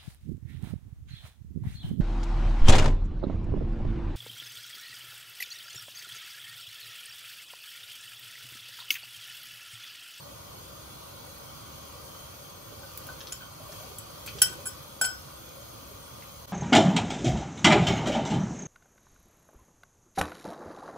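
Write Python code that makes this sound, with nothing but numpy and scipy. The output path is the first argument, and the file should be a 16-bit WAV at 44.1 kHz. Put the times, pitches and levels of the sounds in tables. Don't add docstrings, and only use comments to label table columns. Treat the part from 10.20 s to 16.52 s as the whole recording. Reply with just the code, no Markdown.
import sys
import numpy as np
from scipy import signal
from scipy.fft import rfft, irfft, next_fast_len
from scipy.io import wavfile
from scipy.ndimage import uniform_filter1d

SR = 44100
rng = np.random.default_rng(int(sys.argv[2]) if len(sys.argv) > 2 else 0)


def voltage_ratio(decibels):
    exponent = np.asarray(decibels, float) / 20
    return 10 ** exponent


def to_wav(sig):
    pcm = np.clip(np.atleast_2d(sig), -1, 1) * 32767
    pcm = np.round(pcm).astype(np.int16)
    wavfile.write(sys.argv[1], SR, pcm.T)


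N = 278712

# (time [s], strength [dB], hardness [dB per octave],
# place on the rim [degrees], ring of the fork [dB])
FORK_BLOWS = [(2.6314, -39, -9, 34, -80), (2.8882, -29.5, -15, 35, -80), (3.1215, -45.5, 6.7, 19.7, -48),
              (3.7844, -59, 9.5, 71, -70), (4.2176, -20.5, 6, 22.8, -25.5), (4.326, -38, -2.5, 28, -80),
              (4.4556, -46, 7, 22, -80), (4.4605, -32.5, 0.5, 28, -80), (4.4684, -38, 5, 28, -80),
              (4.8125, -18, -0.6, 27.7, -57), (4.848, -24.5, -2.5, 35, -42)]
# (time [s], length [s], strength [dB], hardness [dB per octave],
# place on the rim [degrees])
FORK_SLIDES = [(3.204, 0.027, -36.5, -8.5, 69), (4.472, 0.014, -48.5, 8, 82), (4.82, 0.038, -37.5, 6, 80)]
# (pitch [Hz], relative level [dB], time to fade by 60 dB when free [s],
# left over right [dB], left leads by [radians])
BOWL_TONES = [(666, -10.5, 0.045, -4, 0.8), (768, -12.5, 0.13, -4, -0.65), (1460, -6.5, 0.19, -3, -0.98),
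              (1511, 0.5, 0.33, 2, 1.07), (2430, -1, 0.025, -3, -1.2), (3140, 0.5, 0.16, -0.5, 2.44),
              (3190, -5, 0.2, 6, 2), (4190, -5, 0.02, 2, 1.9), (5258, -3.5, 0.46, 5, 1.95),
              (6890, -2, 0.025, 6, 0), (7480, -11, 0.089, 3, 0), (7690, 1, 0.064, 5, -1.8),
              (7780, -2, 0.11, 4, 0.65), (10570, 3, 0.04, -3, -0.33), (10390, -18.5, 0.16, -2, 1.2),
              (12440, -13.5, 0.17, -5, 1.1), (13665, -16, .09, 7, 0), (14370, -15.5, 0.1, 11, -0.15),
              (15500, -22, .14, 0, 0)]
# (pitch [Hz], relative level [dB], time to fade by 60 dB [s],
# left over right [dB], left leads by [radians])
FORK_TONES = [(1930, -1.5, 0.053, 1.5, 4), (2720, -8, 0.079, 6, -2), (3160, -5, 0.093, 0, 0),
              (3100, -4.5, 0.14, 8, 3.5), (3810, -24, .12, -11, 21), (5200, -12, 0.077, -24, 6.5),
              (5220, 1, 0.095, -6, 2.5), (5450, -1.5, 0.1, -4, 1.5), (5310, -3, 0.094, 20, -4),
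              (5580, -2, 0.13, 5, -5), (6000, -13, 0.11, 3, -18), (6000, -6, 0.1, -4, -17),
              (6260, -1, 0.05, -11, 4), (9800, -5, 0.041, -2, -2), (11200, -2, 0.065, 1, -3),
              (11900, -12, .09, 0, 0), (13890, -14, .12, 0, 2), (14130, -14, .12, 0, 0),
              (14385, 1, 0.071, -3, 3), (14730, -5, 0.11, 0, 0), (15550, -10, .1, 0, 0)]
RIM_PATTERN_HZ = [1500, 3100, 5300, 7700, 10500, 13500]
# (time [s], added decay [dB per s])
RING_DRAIN = [(2.6, 300), (3.2, 250), (3.78, 700), (4.2, 400), (4.33, 450), (4.47, 650), (4.8, 47)]
# (time [s], level [dB], centre [Hz],
# width [share of the centre], left over right [dB])
FOOD_TICKS = [(2.7742, -35, 13200, 0.95, 3), (2.868, -40, 12960, 0.96, 0), (3.005, -38.5, 3570, 1.35, -0.5),
              (3.07, -39, 4300, .6, 3), (3.1209, -33, 6750, 0.89, 0), (3.52, -43.5, 5830, 1.7, 0),
              (3.784, -34, 11900, .6, -2), (4.0622, -29, 11500, 1.2, -4), (4.0755, -34, 3300, 1.5, 2.5),
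              (4.184, -39.5, 5150, 1.5, -3), (4.2177, -23, 6000, 1.1, 0), (4.625, -46, 14800, 0.16, 0),
              (4.8116, -32, 4580, 2.9, 6), (4.841, -31.5, 4200, 1.3, 6), (6.02, -51, 1830, 1.4, 2)]
# (time [s], level of the first bubble [dB], its starting pitch [Hz],
# left over right [dB])
BROTH_PLOPS = [(2.52, -43.5, 567, -8), (3.08, -46, 333, 2), (3.399, -40, 583, 1), (3.49, -38, 593, 1),
               (3.605, -39.5, 591, 7), (3.71, -44.5, 382, -2), (4.04, -43, 545, 1), (4.15, -39.5, 388, -4),
               (4.297, -40, 348, -6), (4.386, -40, 539, 0), (4.47, -46, 386, -3), (5.711, -46, 390, -6)]
# (time [s], lift [dB])
STOVE_LIFT = [(0, 2), (2, 3), (2.4, 1.5), (2.9, 4), (3.3, 1), (3.6, 5), (3.85, 2), (4.2, 5.5), (4.7, 2),
              (6.32, 2)]
# (pitch [Hz], left [dB per Hz], right [dB per Hz], likeness [0-1])
RUMBLE_COLOUR = [(20, -102, -100, .97), (45, -84, -84, .97), (64, -70, -69, .97), (82, -78, -76, .97),
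                 (104, -69, -66, .97), (118, -77, -73, .95), (132, -74, -68, .95), (165, -82, -75, .9),
                 (230, -88, -82, .8), (400, -110, -105, .8), (1500, -160, -160, 0)]
# (pitch [Hz], left [dB per Hz], right [dB per Hz], likeness [0-1])
SIMMER_COLOUR = [(120, -105, -105, .5), (280, -82, -80, .5), (400, -81, -82, .5), (570, -77, -82, .5),
                 (750, -84, -83, .4), (900, -84, -84, .4), (1010, -76, -77, .5), (1080, -82, -82, .5),
                 (1160, -79, -75, .6), (1290, -85, -84, .4), (1450, -87, -85, .6), (1650, -92, -93, .4),
                 (2200, -105, -105, .4), (5000, -160, -160, 0)]
# (pitch [Hz], left [dB per Hz], right [dB per Hz], likeness [0-1])
FLAME_COLOUR = [(1000, -110, -110, .4), (2000, -94, -94, .4), (3000, -90, -90, .45), (5200, -90, -91, .45),
                (6000, -93, -92, .4), (7000, -91, -90, .6), (7700, -103, -103, .4), (8900, -100, -100, 0),
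                (10200, -97, -97, 0), (11000, -91, -91, 0), (12500, -96, -96, 0), (13600, -96, -96, 0),
                (14800, -90, -90, 0), (15750, -99, -99, 0), (15850, -150, -150, 0)]
# (pitch [Hz], width [Hz], left change [dB], right change [dB])
FLAME_BANDS = [(3151, 37, 8, 10), (4450, 490, 4.5, 2), (5000, 220, -2, -17), (6415, 260, 5.5, 3.5),
               (8373, 470, 16, 7.5), (9160, 160, -4, -21), (11866, 290, 8, 10), (13400, 220, -21, -5)]
# (pitch [Hz], time to fade by 60 dB [s])
KITCHEN_FADE = [(500, .35), (2000, 0.31), (6000, 0.23), (14000, 0.13)]
# (pitch [Hz], likeness [0-1],
# right leads by [radians])
MICROPHONE_PORTS = [(7600, 0, 1.6), (8250, 0.32, 2.2), (8760, 0.97, 2.1), (8700, 0.8, 3), (9410, 0.91, 3.2),
                    (9750, 0.74, 4.64), (10400, 0.97, 5), (11500, .99, 7.4), (12280, 0.91, 7.53),
                    (12800, 1, 10), (13250, .99, 9.4), (13700, .99, 9.45), (14240, 0.87, 11),
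                    (14950, 0.7, 10.8), (15200, 0.8, 12.55)]
# (time [s], depth [dB], length [s])
LEVEL_DIP = (6.258, -14.5, 0.021)


def blows():
    out = np.zeros((2, N))
    for time_s, strength_db, hardness_db, place_deg, fork_db in FORK_BLOWS:
        bowl_ring = struck_bowl(time_s, strength_db, hardness_db, place_deg)
        fork_ring = ring(FORK_TONES, 0, fork_db)
        add(out, time_s, bowl_ring + fork_ring)
    return out


def slides():
    out = np.zeros((2, N))
    for time_s, length_s, strength_db, hardness_db, place_deg in FORK_SLIDES:
        count = round(length_s * SR)
        caught = (rng.random(4000) < 2500 / SR)[:count]
        catches = caught * rng.standard_normal(4000)[:count]
        catches /= np.linalg.norm(catches) + 1e-9
        one_catch = struck_bowl(time_s, strength_db, hardness_db, place_deg)
        add(out, time_s, signal.fftconvolve(one_catch, catches[None], axes=1))
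    return out


def struck_bowl(time_s, strength_db, hardness_db, place_deg):
    waves = np.arange(len(RIM_PATTERN_HZ) - 1) + 2
    node_leak = 0.01
    shape_db = 10 * np.log10(np.cos(waves * np.radians(place_deg)) ** 2 + node_leak)
    octaves_up = np.log2(np.divide(RIM_PATTERN_HZ[:-1], RIM_PATTERN_HZ[0]))
    reach_db = strength_db + hardness_db * octaves_up + shape_db
    top_db = reach_db[-1] + 0.066 * (reach_db[-1] + 6)
    tones_hz = np.transpose(BOWL_TONES)[0]
    drive_db = np.interp(np.log(tones_hz), np.log(RIM_PATTERN_HZ), [*reach_db, top_db])
    drain_db = np.interp(time_s, *np.transpose(RING_DRAIN))
    return ring(BOWL_TONES, drain_db, drive_db[:, None])


def ring(tones, drain_db, drive_db):
    hz, db, t60_s, pan_db, lead = (c[:, None] for c in np.transpose(tones))
    t = np.arange(SR // 2) / SR
    own_fade = voltage_ratio(db + drive_db - 60 / np.abs(t60_s) * t)
    grip_fade = voltage_ratio(-abs(drain_db) * t) + voltage_ratio(-14)
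    fade = own_fade * grip_fade * (1 - np.exp(-t / 0.0012))
    ports = []
    for side in (0.5, -0.5):
        tone = np.sin(2 * np.pi * hz * t + side * lead)
        ports.append((fade * voltage_ratio(side * pan_db) * tone).sum(0))
    return np.array(ports)


def ticks():
    size = 8192
    out, t, hz = np.zeros((2, N)), np.arange(size) / SR, np.fft.rfftfreq(size, 1 / SR)
    for time_s, db, centre_hz, share, pan_db in FOOD_TICKS:
        noise = rng.standard_normal((4, size))
        lumps = uniform_filter1d(noise[2, :len(hz)], 40)
        grains = uniform_filter1d(noise[3], 70)
        band = 1 / (1 + np.abs(2 * (hz / centre_hz - 1) / share) ** 3)
        colour = voltage_ratio(5.4 * lumps / lumps.std()) * band
        both_sides = noise[:2] + 0.5 * noise[1::-1]
        puff = irfft(rfft(both_sides) * colour)
        t60_s = 0.069 * (5030 / centre_hz) ** 0.4
        fade = voltage_ratio(db - 60 * t / t60_s + 4 * grains / grains.std())
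        fade *= 1 - np.exp(-t / 0.0012)
        add(out, time_s, panned(puff / puff.std() * fade, pan_db))
    return out


def plops():
    out, t = np.zeros((2, N)), np.arange(4096) / SR
    for time_s, db, first_hz, pan_db in BROTH_PLOPS:
        for k, (late, size, loss) in enumerate(rng.random((7, 3))):
            follows = k > 0
            bubble_hz = first_hz * np.exp(1.35 * (size - 0.75) * follows)
            fade = voltage_ratio(db - 27 * loss * follows - 60 * t / 0.082)
            fade *= 1 - np.exp(-t / 0.0024)
            tone = np.sin(2 * np.pi * bubble_hz * (t + 1.4 * t ** 2))
            add(out, time_s + 0.013 * k * late, panned(tone * fade, pan_db))
    return out


def kitchen(x):
    taps = np.zeros((2, SR // 2))
    starts = np.arange(160, SR // 2 - 20, 20)
    at = starts + rng.integers(0, 20, (2, len(starts)))
    np.put_along_axis(taps, at, rng.choice([-1., 1.], at.shape), 1)
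    hz, t, bands = signal.stft(taps, SR, nperseg=256)
    t60_s = column(KITCHEN_FADE, hz, 1)[:, None]
    tail = signal.istft(bands * voltage_ratio(-60 * t / t60_s), SR, nperseg=256)[1]
    return signal.fftconvolve(x, tail / np.linalg.norm(tail[0]), axes=1)[:, :N]


def flame(lift_db):
    hz = np.fft.rfftfreq(2048, 1 / SR)
    bands_db = np.zeros((2, len(hz)))
    for centre_hz, width_hz, left_db, right_db in FLAME_BANDS:
        bump = np.exp(-((hz - centre_hz) / width_hz) ** 2 * 2)
        bands_db += np.outer([left_db, right_db], bump)
    return steady(FLAME_COLOUR, size=2048, lead_s=0.000262, flip=np.pi, scatter=1.94, patchy_db=1.56,
                  ripple_db=3.5, level_db=lift_db, colour_change_db=bands_db)


def simmer(lift_db):
    return steady(SIMMER_COLOUR, size=2048, lead_s=-0.00069, flip=0, scatter=1.84, patchy_db=1.42,
                  ripple_db=2.5, level_db=0.73 + 0.66 * lift_db)


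def rumble(lift_db):
    return steady(RUMBLE_COLOUR, size=4096, lead_s=0, flip=0, scatter=0.1, patchy_db=0.5,
                  ripple_db=1.9, level_db=0.95 * lift_db)


def steady(table, size, lead_s, flip, scatter, patchy_db, ripple_db, level_db, colour_change_db=0):
    hop, hz = size // 4, np.fft.rfftfreq(size, 1 / SR)
    frames = N // hop + 5
    a, b, c, d, patch = rng.standard_normal((frames, len(hz), 5)).T
    patch = uniform_filter1d(patch, size // 256, 0)
    patch = uniform_filter1d(patch, 10, 1)
    wander = uniform_filter1d(rng.standard_normal(len(hz)), 5) * np.sqrt(5)
    same = np.clip(column(table, hz, 3), 0, 1)
    turn = np.exp(1j * (2 * np.pi * hz * lead_s + flip + scatter * (1 - same) * wander))
    left = a + 1j * b
    right = (same * turn)[:, None] * left + np.sqrt(1 - same ** 2)[:, None] * (c + 1j * d)
    colour_db = np.array([column(table, hz, 1), column(table, hz, 2)]) + colour_change_db
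    colour_db += ripple_db * rng.standard_normal((2, len(hz)))
    spectra = np.array([left, right]) * voltage_ratio(colour_db[:, :, None] + patchy_db * patch / patch.std())
    noise = signal.istft(spectra * np.sqrt(SR / 2), SR, nperseg=size, noverlap=size - hop, scaling="psd")[1]
    return noise[:, :N] / np.sqrt(SR) * voltage_ratio(level_db)


def column(rows, hz, k):
    rows = np.asarray(rows)
    return np.interp(np.log(hz + 1), np.log(rows[:, 0] + 1), rows[:, k])


def add(mix, time_s, sound):
    part = mix[:, round(time_s * SR):][:, :sound.shape[1]]
    part += sound[:, :part.shape[1]]


def panned(x, pan_db):
    return x * voltage_ratio(np.array([[pan_db / 2], [-pan_db / 2]]))


def scene():
    near = blows() + slides() + ticks() + plops()
    echoes = voltage_ratio(-7.5) * kitchen(near)
    lift_db = np.interp(np.arange(N) / SR, *np.transpose(STOVE_LIFT))
    stove = flame(lift_db) + simmer(lift_db) + rumble(lift_db)
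    return near + echoes + stove


def top_cut(x):
    return signal.sosfilt(signal.butter(12, 16880, fs=SR, output="sos"), x)


def record(dry):
    size = next_fast_len(N)
    hz, (left, right) = np.fft.rfftfreq(size, 1 / SR), rfft(dry, size)
    same = np.clip(column(MICROPHONE_PORTS, hz, 1), 0, 1)
    turn = np.exp(1j * column(MICROPHONE_PORTS, hz, 2))
    right = same * turn * left + np.sqrt(1 - same ** 2) * right
    heard = irfft(np.array([left, right]), size)[:, :N]
    start_s, depth_db, length_s = LEVEL_DIP
    since_s = np.arange(N) / SR - start_s
    dip_db = depth_db * np.clip(1 - (since_s / length_s) ** 2, 0, 1) * (since_s > 0)
    low_pass = signal.firwin(95, 15850, window=("kaiser", 5), fs=SR)
    finished = signal.oaconvolve(heard * voltage_ratio(dip_db), low_pass[None], "same")
    return top_cut(finished)


dry = scene()
out = record(dry)
to_wav(out)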